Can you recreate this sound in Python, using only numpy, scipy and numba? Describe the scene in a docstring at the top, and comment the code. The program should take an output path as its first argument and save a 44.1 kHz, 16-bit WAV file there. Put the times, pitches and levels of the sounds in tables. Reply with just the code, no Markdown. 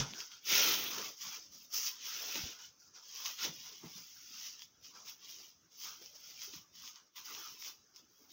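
"""Disposable diaper pulled on over a bed

A disposable diaper is pulled over a baby's legs on a bed, close to a small microphone in a quiet room.
Trains of tiny stick-slip clicks, shaped by tugs, make the fibres hiss and the plastic backsheet crinkle;
through moving resonances they make the padded core and the bedding rustle lower down. Creases snap as
bursts of clicks, hands and heels bump the mattress as damped low swings, and a short echo and a hush
of coloured noise make the room."""
import sys
import numpy as np
from scipy import signal
from scipy.fft import rfft, irfft
from scipy.io import wavfile
from scipy.ndimage import uniform_filter1d
from numba import njit

SR = 44100
rng = np.random.default_rng(int(sys.argv[2]) if len(sys.argv) > 2 else 0)


def wrap_up_sound(samples):
    """Save the sound to the file named by the first command line argument, as 16-bit audio."""
    columns = np.atleast_2d(samples).T
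    # keep every value between -1 and 1, then stretch to whole-number steps
    tamed = np.clip(columns, -1, 1)
    steps = np.round(tamed * 32767).astype(np.int16)
    wavfile.write(sys.argv[1], SR, steps)


def gain_from_db(level_db):
    """Convert decibel levels to linear amplitude factors (20 dB per decade)."""
    decades = np.asarray(level_db, float) / 20
    return 10 ** decades


N = 367119

# Creases that snap: t/s, relative level/dB, share of the power given to the backsheet (0-1)
CREASE_SNAPS = [(0.1358, -29.5, 0.95), (0.147, -33, 0.95), (0.204, -26, 0.55), (0.317, -34.5, 0.9),
                (0.468, -27, 0.6), (0.934, -25, 0), (0.948, -28, 0.2), (0.9842, -21, 0.1),
                (0.998, -27, 0.05), (1.7277, -27, 0.04), (2.3556, -20.5, 0.7), (2.437, -35, 0.3),
                (3.16, -27, 0), (3.2582, -21, 0.8), (3.2627, -21.5, 0.6), (3.281, -22, 0.26),
                (3.4502, -18, 0.4), (4.5933, -32, 0.1), (4.62, -33, 0.4), (5.815, -29.5, 0.24),
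                (5.883, -35, 0.8), (6.0599, -32.5, 0.1), (6.166, -37, 0.07), (6.418, -28.5, 0.2),
                (6.5376, -35, 0.7), (6.877, -30.5, 0.7), (6.9585, -36, 0.36), (7.181, -30, 0.75),
                (7.349, -29, 0.9), (7.4834, -32, 0.3), (7.6239, -29.5, 0.6), (7.647, -31, 0.6),
                (7.6666, -29, 0.1), (7.9614, -34, 0.04)]
# Bumps on the mattress: t/s, relative level/dB, f/Hz, time to fall 60 dB/s
MATTRESS_BUMPS = [(0.0, -29.5, 168, 0.075), (0.004, -49, 45, 0.25), (0.019, -33, 141, 0.11),
                  (2.355, -44, 310, 0.061), (2.375, -45, 307, 0.075), (2.435, -30, 87, 0.041),
                  (3.45, -56, 357, 0.069), (3.47, -57, 85, 0.12), (3.491, -39, 161, 0.059),
                  (3.841, -51, 118, 0.068), (3.85, -61, 85, 0.1), (3.856, -41.5, 167, 0.073),
                  (3.954, -46.5, 180, 0.075), (6.475, -52, 393, 0.089), (6.535, -41.5, 302, 0.039),
                  (6.557, -47.5, 171, 0.061), (6.56, -60, 85, 0.12)]
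# Tugs and slides of the sheet: start t/s, length/s, hiss level at start/dB, hiss level at end/dB,
# finest fibres re hiss/dB, backsheet re hiss/dB
SHEET_TUGS = [(0.0, 0.025, -31.5, -45.5, -19, -5.5), (0.028, 0.086, -56.5, -52.5, -15, -4),
              (0.139, 0.065, -55, -45, -10.5, -11), (0.225, .05, -54, -56, -12, -9),
              (0.318, 0.057, -54, -57.5, -15, -7), (0.471, 0.061, -41.5, -31, -2, -2.5),
              (0.55, .17, -32, -35.5, -1.5, -2), (0.736, 0.15, -41, -45.5, 1, -0.3),
              (0.911, .16, -44.5, -46.5, -5.5, -5), (1.086, 0.055, -53.5, -58.5, -6, -8),
              (1.179, 0.044, -55, -55, -7, -11), (1.216, 0.15, -45.5, -48.5, -7.5, -7.5),
              (1.383, 0.076, -58, -59, -11, -11), (1.53, 0.12, -56, -59.5, -6, -10.5),
              (1.743, 0.038, -37.5, -37, -4, -12), (1.805, 0.069, -45, -37, -4.5, -9.5),
              (1.945, 0.072, -59, -51, -21, -5), (2.01, 0.025, -57, -52, -9, -1.5),
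              (2.052, .24, -46, -45, -5, -4.5), (2.302, 0.074, -45.5, -41, -5, -5),
              (2.413, .12, -44, -51.5, -8.5, -5), (2.595, 0.059, -54.5, -54, -11, -6.5),
              (2.803, 0.076, -62, -64, -11, -18), (2.956, 0.051, -54, -61, -18, -11),
              (3.028, 0.095, -61, -52.5, -9, -9), (3.145, 0.086, -50, -49, -6, -5),
              (3.256, 0.083, -42.5, -51.5, -3.5, -4.5), (3.381, 0.061, -50.5, -37, -7.5, -2),
              (3.532, 0.16, -55.5, -52, -6.5, -5), (3.727, 0.14, -55, -61.5, -7.5, -6),
              (3.856, 0.13, -58, -53, -5, -7), (3.972, 0.23, -56.5, -58, -5.5, -8.5),
              (4.217, 0.25, -58.5, -47, -7.5, -7), (4.485, 0.064, -53, -56, -12, -9),
              (4.571, 0.054, -60.5, -55, -8, -6), (4.843, 0.074, -54, -61, -10, -9.5),
              (4.957, .09, -56, -61, -13, -9), (5.056, 0.033, -56.5, -48, -6, -5.5),
              (5.196, 0.058, -66, -55, -9, -3.5), (5.29, .2, -52, -60.5, -5.5, -7.5),
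              (5.717, .05, -65.5, -61, -8, -11), (5.788, 0.058, -55, -46, -3, -9),
              (5.868, 0.12, -48, -60.5, -7, -6.5), (6.021, 0.096, -54, -62.5, -6.5, -7.5),
              (6.153, .03, -55, -58.5, -9, -13), (6.198, 0.11, -61.5, -53, -6, -6),
              (6.341, 0.092, -59.5, -47.5, -7, -7.5), (6.448, 0.064, -51.5, -57, -5, -8),
              (6.534, 0.048, -51.5, -55, -6, -5.5), (6.752, 0.13, -58, -51, -7, -6),
              (6.959, 0.02, -59, -61, -16, -7), (7.154, 0.012, -62, -51.5, -1.5, -3),
              (7.185, .03, -55, -59, -6, -4), (7.256, 0.22, -50.5, -52.5, -4, -6),
              (7.499, .08, -54.5, -59.5, -5, -5.5), (7.602, 0.078, -54, -47.5, -4, -7),
              (7.963, 0.027, -59, -61.5, -11, -10), (8.096, .15, -76.5, -66.5, -1.5, -10.5),
              (8.304, .05, -63.5, -56, -3, -4)]
# Squeezes of the padded core, a hollow whose size changes: start t/s, length/s, level/dB, hollow f/Hz
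CORE_SQUEEZES = [(0.0, .03, -47, 1240), (0.16, .01, -56, 1540), (0.21, 0.0085, -59, 1327),
                 (0.32, 0.004, -58, 1400), (0.51, .22, -45, 1370), (0.78, 0.19, -55, 1230),
                 (0.95, 0.085, -50.5, 1155), (1.25, .11, -58, 1190), (1.74, .06, -61, 1250),
                 (1.85, 0.084, -68, 1170), (2.08, 0.076, -54.5, 1370), (2.2, 0.14, -60, 1450),
                 (2.36, 0.038, -55.5, 1280), (2.44, 0.18, -66.5, 1400), (2.97, 0.0068, -63, 1360),
                 (3.2, 0.022, -59, 1000), (3.26, 0.033, -53, 1130), (3.4, 0.071, -54.5, 1350),
                 (3.66, 0.011, -61, 972), (3.84, 0.0082, -62.5, 1220), (3.98, 0.0073, -64, 1110),
                 (4.17, .01, -66.5, 1440), (4.35, 0.024, -67, 1290), (4.47, 0.013, -72, 1190),
                 (4.96, 0.012, -60, 1314), (5.08, 0.0077, -63.5, 1100), (5.86, 0.067, -59, 1230),
                 (6.44, 0.0064, -64, 1360), (6.56, 0.0053, -64, 1160), (6.82, .08, -67, 1205),
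                 (6.96, 0.029, -65, 1320), (7.18, 0.0091, -61, 1060), (7.28, 0.039, -61, 1160),
                 (7.37, 0.13, -61, 1230), (7.67, 0.015, -63, 1180), (7.97, 0.011, -70.5, 1240)]
# The body shifts on the bedding: start t/s, length/s, level/dB, strongest f/Hz
BED_SHIFTS = [(0.0, 0.01, -39.5, 167), (0.06, .07, -58.5, 160), (0.16, 0.04, -63.5, 347),
              (0.51, 0.18, -46.5, 413), (0.7, 0.14, -52.5, 313), (0.86, 0.12, -55.5, 290),
              (1.0, 0.0047, -51.5, 362), (1.04, 0.051, -60, 348), (1.27, 0.0081, -62.5, 159),
              (1.37, 0.016, -69, 388), (1.55, 0.0092, -71, 164), (1.78, 0.0033, -69, 397),
              (2.15, 0.0092, -63.5, 323), (2.22, 0.078, -58.5, 610), (2.36, 0.016, -52, 277),
              (2.43, 0.021, -55.5, 143), (2.5, 0.013, -67, 413), (3.28, 0.017, -69, 410),
              (3.45, 0.017, -50, 360), (3.5, 0.016, -63.5, 276), (3.57, .04, -71, 150),
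              (3.66, 0.088, -72, 430), (3.84, 0.024, -55, 176), (3.98, 0.0061, -63, 163),
              (4.96, 0.094, -73, 330), (5.4, 0.0073, -67, 317), (5.86, .01, -70, 384),
              (6.02, 0.0087, -64.5, 402), (6.14, .01, -71, 545), (6.3, 0.008, -69.5, 517),
              (6.49, .02, -68.5, 410), (6.58, 0.005, -69.5, 212), (6.84, .01, -73, 159),
              (7.02, .01, -74, 306), (7.3, .1, -64.5, 408), (7.67, 0.0066, -71, 337), (8.0, .01, -71, 316),
              (8.2, .1, -76, 290)]

# Colour of the sliding fibres through the small microphone port: f/Hz, relative level per Hz/dB
FIBRE_COLOUR = [(3500, -38), (4250, -13.5), (4650, -2.5), (5200, 0.5), (5700, 1.5), (6500, -2), (7200, -15),
                (8200, -31), (10300, -34.5), (11500, -56.5)]
# Colour of the finest fibres, the top of the hiss: f/Hz, relative level per Hz/dB
FINEST_COLOUR = [(7000, -51), (8300, -31), (10500, -18.5), (12000, -19.5), (13300, -15.5), (13900, -10.5),
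                 (14300, -9.5), (14800, 7.5), (15300, 3), (15750, 3.5), (17000, -10.5)]
# Colour of the tight plastic backsheet: f/Hz, relative level per Hz/dB
BACKSHEET_COLOUR = [(1800, -35.5), (2600, -7.5), (2900, 1), (3250, 3), (3800, -0.5), (4300, -5.5),
                    (5000, -39.5)]
# Colour of the slack, lower-sounding backsheet: f/Hz, relative level per Hz/dB
SLACK_COLOUR = [(1200, -26.5), (1650, -9), (1950, -3.5), (2250, -1.5), (2600, 1.5), (3000, -11.5),
                (4000, -43.5)]
# Colour of the padded core: f/Hz, relative level per Hz/dB
CORE_COLOUR = [(600, -34), (800, -9.5), (950, 4), (1250, -5.5), (1500, 1.5), (1900, 0.5), (3000, -58.5)]
# Colour of the bedding: f/Hz, relative level per Hz/dB
BEDDING_COLOUR = [(40, -50), (70, -10), (130, 1), (300, 1), (450, -2), (700, -3.5), (1000, 13.5),
                  (2000, -71)]
# Colour of the quiet room: f/Hz, relative level per Hz/dB
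HUSH_COLOUR = [(20, -20), (60, -3.5), (150, 0), (330, -5), (550, -14.5), (900, -13), (1400, -9),
               (2100, -14.5), (3300, -26), (4200, -35), (5000, -8), (6200, 0), (7400, -27), (11500, -44),
               (13800, -50), (14800, -16), (16000, -26)]

# How fast strokes swell and fade, and the level between them
TUG_RISE_DB_PER_S, TUG_FALL_DB_PER_S, TUG_REST_DB = 620, 255.5, -75.5
SQUEEZE_RISE_DB_PER_S, SQUEEZE_FALL_DB_PER_S, CORE_REST_DB = 498.5, 266, -85
SHIFT_RISE_DB_PER_S, SHIFT_FALL_DB_PER_S, BED_REST_DB = 598, 242, -80.5
CORE_FOLLOWS_DB, BED_FOLLOWS_DB = -21, -31  # every tug also stirs core and bedding, re hiss
HUSH_DB, ECHO_DB, ECHO_T60_S = -73.5, -15, 0.16  # the echo level is relative to the near sound
DIP_S, DIP_END_S, DIP_DB = 7.08, 7.157, -7


def rms_one(x):
    """Scale to unit rms."""
    return x / np.sqrt(np.mean(x ** 2) + 1e-20)


def coloured(x, spectrum, size=4096):
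    """Causal filter with the given spectrum (minimum phase, from the folded cepstrum), unit energy."""
    hz, db = np.transpose(spectrum)
    grid = np.maximum(np.arange(size // 2 + 1), 1) * SR / size
    cepstrum = irfft(np.log(gain_from_db(np.interp(np.log(grid), np.log(hz), db))))
    cepstrum[1:size // 2] *= 2
    cepstrum[size // 2 + 1:] = 0
    response = irfft(np.exp(rfft(cepstrum)))
    return signal.fftconvolve(x, response / np.sqrt(np.sum(response ** 2)))[:N]


def drift(rate):
    """Slow random wander of unit rms, changing about rate times a second."""
    r = np.exp(-2 * np.pi * rate / SR)
    noise = rng.standard_normal(N + SR)
    settled = signal.lfilter([1], [1, -2 * r, r * r], noise)[SR:]
    return rms_one(settled)


def patchy(x, patch_db, patch_hz, patch_s, even_db=-58.0):
    """Slow random gain over time and pitch; the patches even out as a frame grows louder than even_db."""
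    hz, s, frames = signal.stft(x, SR, nperseg=1024, noverlap=768)
    field = rng.standard_normal(frames.shape)
    for _ in range(2):
        field = uniform_filter1d(field, size=max(1, round(patch_hz / hz[1])), axis=0)
        field = uniform_filter1d(field, size=max(1, round(patch_s / s[1])), axis=1)
    loud = np.sqrt(np.sum(np.abs(frames) ** 2, axis=0))
    gain = gain_from_db(patch_db * rms_one(field) / np.sqrt(1 + loud / gain_from_db(even_db)))
    gain /= np.sqrt(np.mean(gain ** 2, axis=0))
    return signal.istft(frames * gain, SR, nperseg=1024, noverlap=768)[1][:N]


def stick_slip(clump_db):
    """Tiny releases of rubbing material: random clicks of uneven size, clumped by clump_db; rms 1."""
    sizes = gain_from_db(2.5 * np.minimum(rng.exponential(1, N), 5)) * rng.choice([-1, 1], N)
    born = rng.random(N) < 5000.0 / SR  # about 5000 slips a second
    return rms_one(sizes * born * gain_from_db(clump_db * drift(45.0)))


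def slips(shared, share):
    """Part of the slips is common to all layers, the rest belongs to one layer."""
    own = stick_slip(clump_db=0.83)
    return np.sqrt(share) * shared + np.sqrt(1 - share) * own


def strokes(start, length, first_db, last_db, rise, fall, rest_db):
    """Level in dB of overlapping strokes: each rises, drifts from first_db to last_db, falls; powers add."""
    t = np.arange(0, N + 32, 32) / SR
    since, length = t - start[:, None], length[:, None]
    held = first_db[:, None] + (last_db - first_db)[:, None] * np.clip(since / length, 0, 1)
    db = held + rise * np.minimum(since, 0) - fall * np.maximum(since - length, 0)
    power = np.sum(gain_from_db(2 * db), axis=0) + gain_from_db(2 * rest_db)
    return np.interp(np.arange(N) / SR, t, 10 * np.log10(power))


def tug_level(re_hiss_db):
    """Level in dB of one layer under the tugs, set against the fibre hiss."""
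    start, length, first, last = np.transpose(SHEET_TUGS)[:4]
    rest = TUG_REST_DB + np.mean(re_hiss_db)
    return strokes(start, length, first + re_hiss_db, last + re_hiss_db,
                   TUG_RISE_DB_PER_S, TUG_FALL_DB_PER_S, rest)


def pitched_strokes(rows, rise, fall, rest_db, stirred_db):
    """Level of steady strokes over a stirred background, and a pitch gliding between stroke middles."""
    start, length, db, hz = np.transpose(rows)
    level = strokes(start, length, db, db, rise, fall, rest_db)
    total = 10 * np.log10(gain_from_db(2 * level) + gain_from_db(2 * stirred_db))
    return total, np.interp(np.arange(N) / SR, start + length / 2, hz)


@njit
def gliding_resonance(x, w, r):
    """Two-pole resonance with moving centre w (radians per sample) and pole radius r, at even power."""
    y = np.zeros(len(x))
    for i in range(2, len(x)):
        drive = np.sqrt(1 - r[i] ** 2) * (x[i] - x[i - 2])
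        y[i] = drive + 2 * r[i] * np.cos(w[i]) * y[i - 1] - r[i] ** 2 * y[i - 2]
    return y


def hollow(x, level_db, hz, colour, sharpness):
    """Rubbing heard through a moving resonance, with a broad part beside it."""
    radius = np.exp(-np.pi * hz / sharpness / SR)
    ringing = rms_one(gliding_resonance(x, 2 * np.pi * hz / SR, radius))
    broad = gain_from_db(-7.0) * coloured(x, colour)
    return gain_from_db(level_db) * rms_one(ringing + broad)


def room_hush():
    """Coloured noise of a quiet room, wandering slowly in level and patchy in pitch."""
    level = gain_from_db(HUSH_DB + 1.8 * drift(2.4))
    hush = level * coloured(rng.standard_normal(N), HUSH_COLOUR)
    return patchy(hush, patch_db=4.0, patch_hz=200.0, patch_s=0.04)


def room_echo(x):
    """Walls return a short, dull, decaying wash."""
    t = np.arange(SR // 2) / SR
    tail = rng.standard_normal(len(t)) * gain_from_db(-60 * t / ECHO_T60_S) * (t > 0.006)
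    tail = signal.lfilter([1], [1, -0.3], tail)
    return signal.fftconvolve(x, tail / np.sqrt(np.sum(tail ** 2)))[:N]


def mattress_bumps():
    """A soft push: a damped low swing that swells over a few milliseconds."""
    out, t = np.zeros(N), np.arange(SR // 2) / SR
    for s, db, hz, t60 in MATTRESS_BUMPS:
        i = round(s * SR)
        swing = (1 - np.exp(-t / 0.0054)) * gain_from_db(db + 1.0 - 60 * t / t60)
        out[i:i + len(t)] += swing * np.sin(2 * np.pi * hz * t)
    return out


def bedding_rustle(shared, hiss_db):
    """The body rubs the bedding: slips through a low, blunt, gliding resonance."""
    level, hz = pitched_strokes(BED_SHIFTS, SHIFT_RISE_DB_PER_S, SHIFT_FALL_DB_PER_S, BED_REST_DB,
                                hiss_db + BED_FOLLOWS_DB)
    return hollow(slips(shared, 0.26), level, hz, BEDDING_COLOUR, sharpness=1.95)


def core_rustle(shared, hiss_db):
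    """The squeezed padding is a hollow of changing size: slips through a sharper gliding resonance."""
    level, hz = pitched_strokes(CORE_SQUEEZES, SQUEEZE_RISE_DB_PER_S, SQUEEZE_FALL_DB_PER_S, CORE_REST_DB,
                                hiss_db + CORE_FOLLOWS_DB)
    return hollow(slips(shared, 0.29), level, hz, CORE_COLOUR, sharpness=7.0)


def crease_snaps():
    """A crease gives way in one sharp click; smaller ones run along it for some milliseconds."""
    s, db, share = np.transpose(CREASE_SNAPS)
    lag = 0.012 * rng.random((len(s), 6)) ** 2
    lag[:, 0] = 0  # the main click
    sign = rng.choice([-1, 1], lag.shape)
    weaker_db = np.where(lag > 0, 9.5 + 900 * lag, 0)
    size = gain_from_db(db[:, None] + 3.0 - weaker_db) * sign
    at = np.round((s[:, None] + lag) * SR).astype(int)
    bright, body = np.zeros(N), np.zeros(N)
    np.add.at(bright, at, size * np.sqrt(1 - share[:, None]))
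    np.add.at(body, at, size * np.sqrt(share[:, None]))
    fibres = coloured(bright, FIBRE_COLOUR) + gain_from_db(-14.5) * coloured(bright, FINEST_COLOUR)
    sheet = coloured(body, BACKSHEET_COLOUR) + gain_from_db(-4.5) * coloured(body, SLACK_COLOUR)
    return fibres + sheet + gain_from_db(-10) * coloured(body, CORE_COLOUR)


def backsheet_crinkle(shared, hiss_db):
    """Slips ring the tight plastic sheet; harder pulls shake more of the slack, lower-sounding sheet."""
    tight_re_hiss = np.transpose(SHEET_TUGS)[5]
    sheet = gain_from_db(tug_level(tight_re_hiss)) * slips(shared, 0.48)
    slack_db = -5 + 0.1072 * (hiss_db + 52)  # re tight sheet; -5 dB at a hiss of -52 dB
    return coloured(sheet, BACKSHEET_COLOUR) + coloured(gain_from_db(slack_db) * sheet, SLACK_COLOUR)


def fibre_hiss(shared, hiss_db):
    """Sliding fibres release in tiny slips, the finest of them ringing highest."""
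    finest_re_hiss = np.transpose(SHEET_TUGS)[4]
    fibres = coloured(gain_from_db(hiss_db) * slips(shared, 0.41), FIBRE_COLOUR)
    finest = gain_from_db(tug_level(finest_re_hiss)) * slips(shared, 0.37)
    return fibres + coloured(finest, FINEST_COLOUR)


def diaper():
    """One train of slips shakes every layer; slow random gain makes the rustle patchy in time and pitch."""
    shared = stick_slip(clump_db=0.0)
    hiss_db = tug_level(0)
    lower = bedding_rustle(shared, hiss_db) + core_rustle(shared, hiss_db)
    lower += backsheet_crinkle(shared, hiss_db)
    fibres = fibre_hiss(shared, hiss_db)
    return (patchy(lower, patch_db=4.5, patch_hz=130.0, patch_s=0.03)
            + patchy(fibres, patch_db=2.0, patch_hz=300.0, patch_s=0.03))


def level_dip():
    """Gain of a brief dip: the level sinks over 40 ms, holds, and returns at once."""
    t = np.arange(N) / SR
    return gain_from_db(DIP_DB * np.clip((t - DIP_S) / 0.04, 0, 1) * (t < DIP_END_S))


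def scene():
    """Diaper and bed with their echo, over the hush of the room."""
    near = mattress_bumps() + crease_snaps() + diaper()
    mix = room_hush() + gain_from_db(ECHO_DB) * room_echo(near) + near
    return (level_dip() * mix)[None]


def low_pass(x):
    """Removes everything above the highest recorded frequency."""
    return signal.sosfilt(signal.butter(12, 16580, fs=SR, output="sos"), x)


def record(dry):
    """The deepest bass is thinned below 45 Hz and the top is cut steeply above 15.8 kHz."""
    high_pass = signal.butter(2, 45.0, "high", fs=SR, output="sos")
    top_cut = signal.ellip(12, 0.5, 70, 15800, fs=SR, output="sos")
    mix = signal.sosfilt(top_cut, signal.sosfilt(high_pass, dry))
    return low_pass(mix)


dry = scene()
out = record(dry)
wrap_up_sound(out)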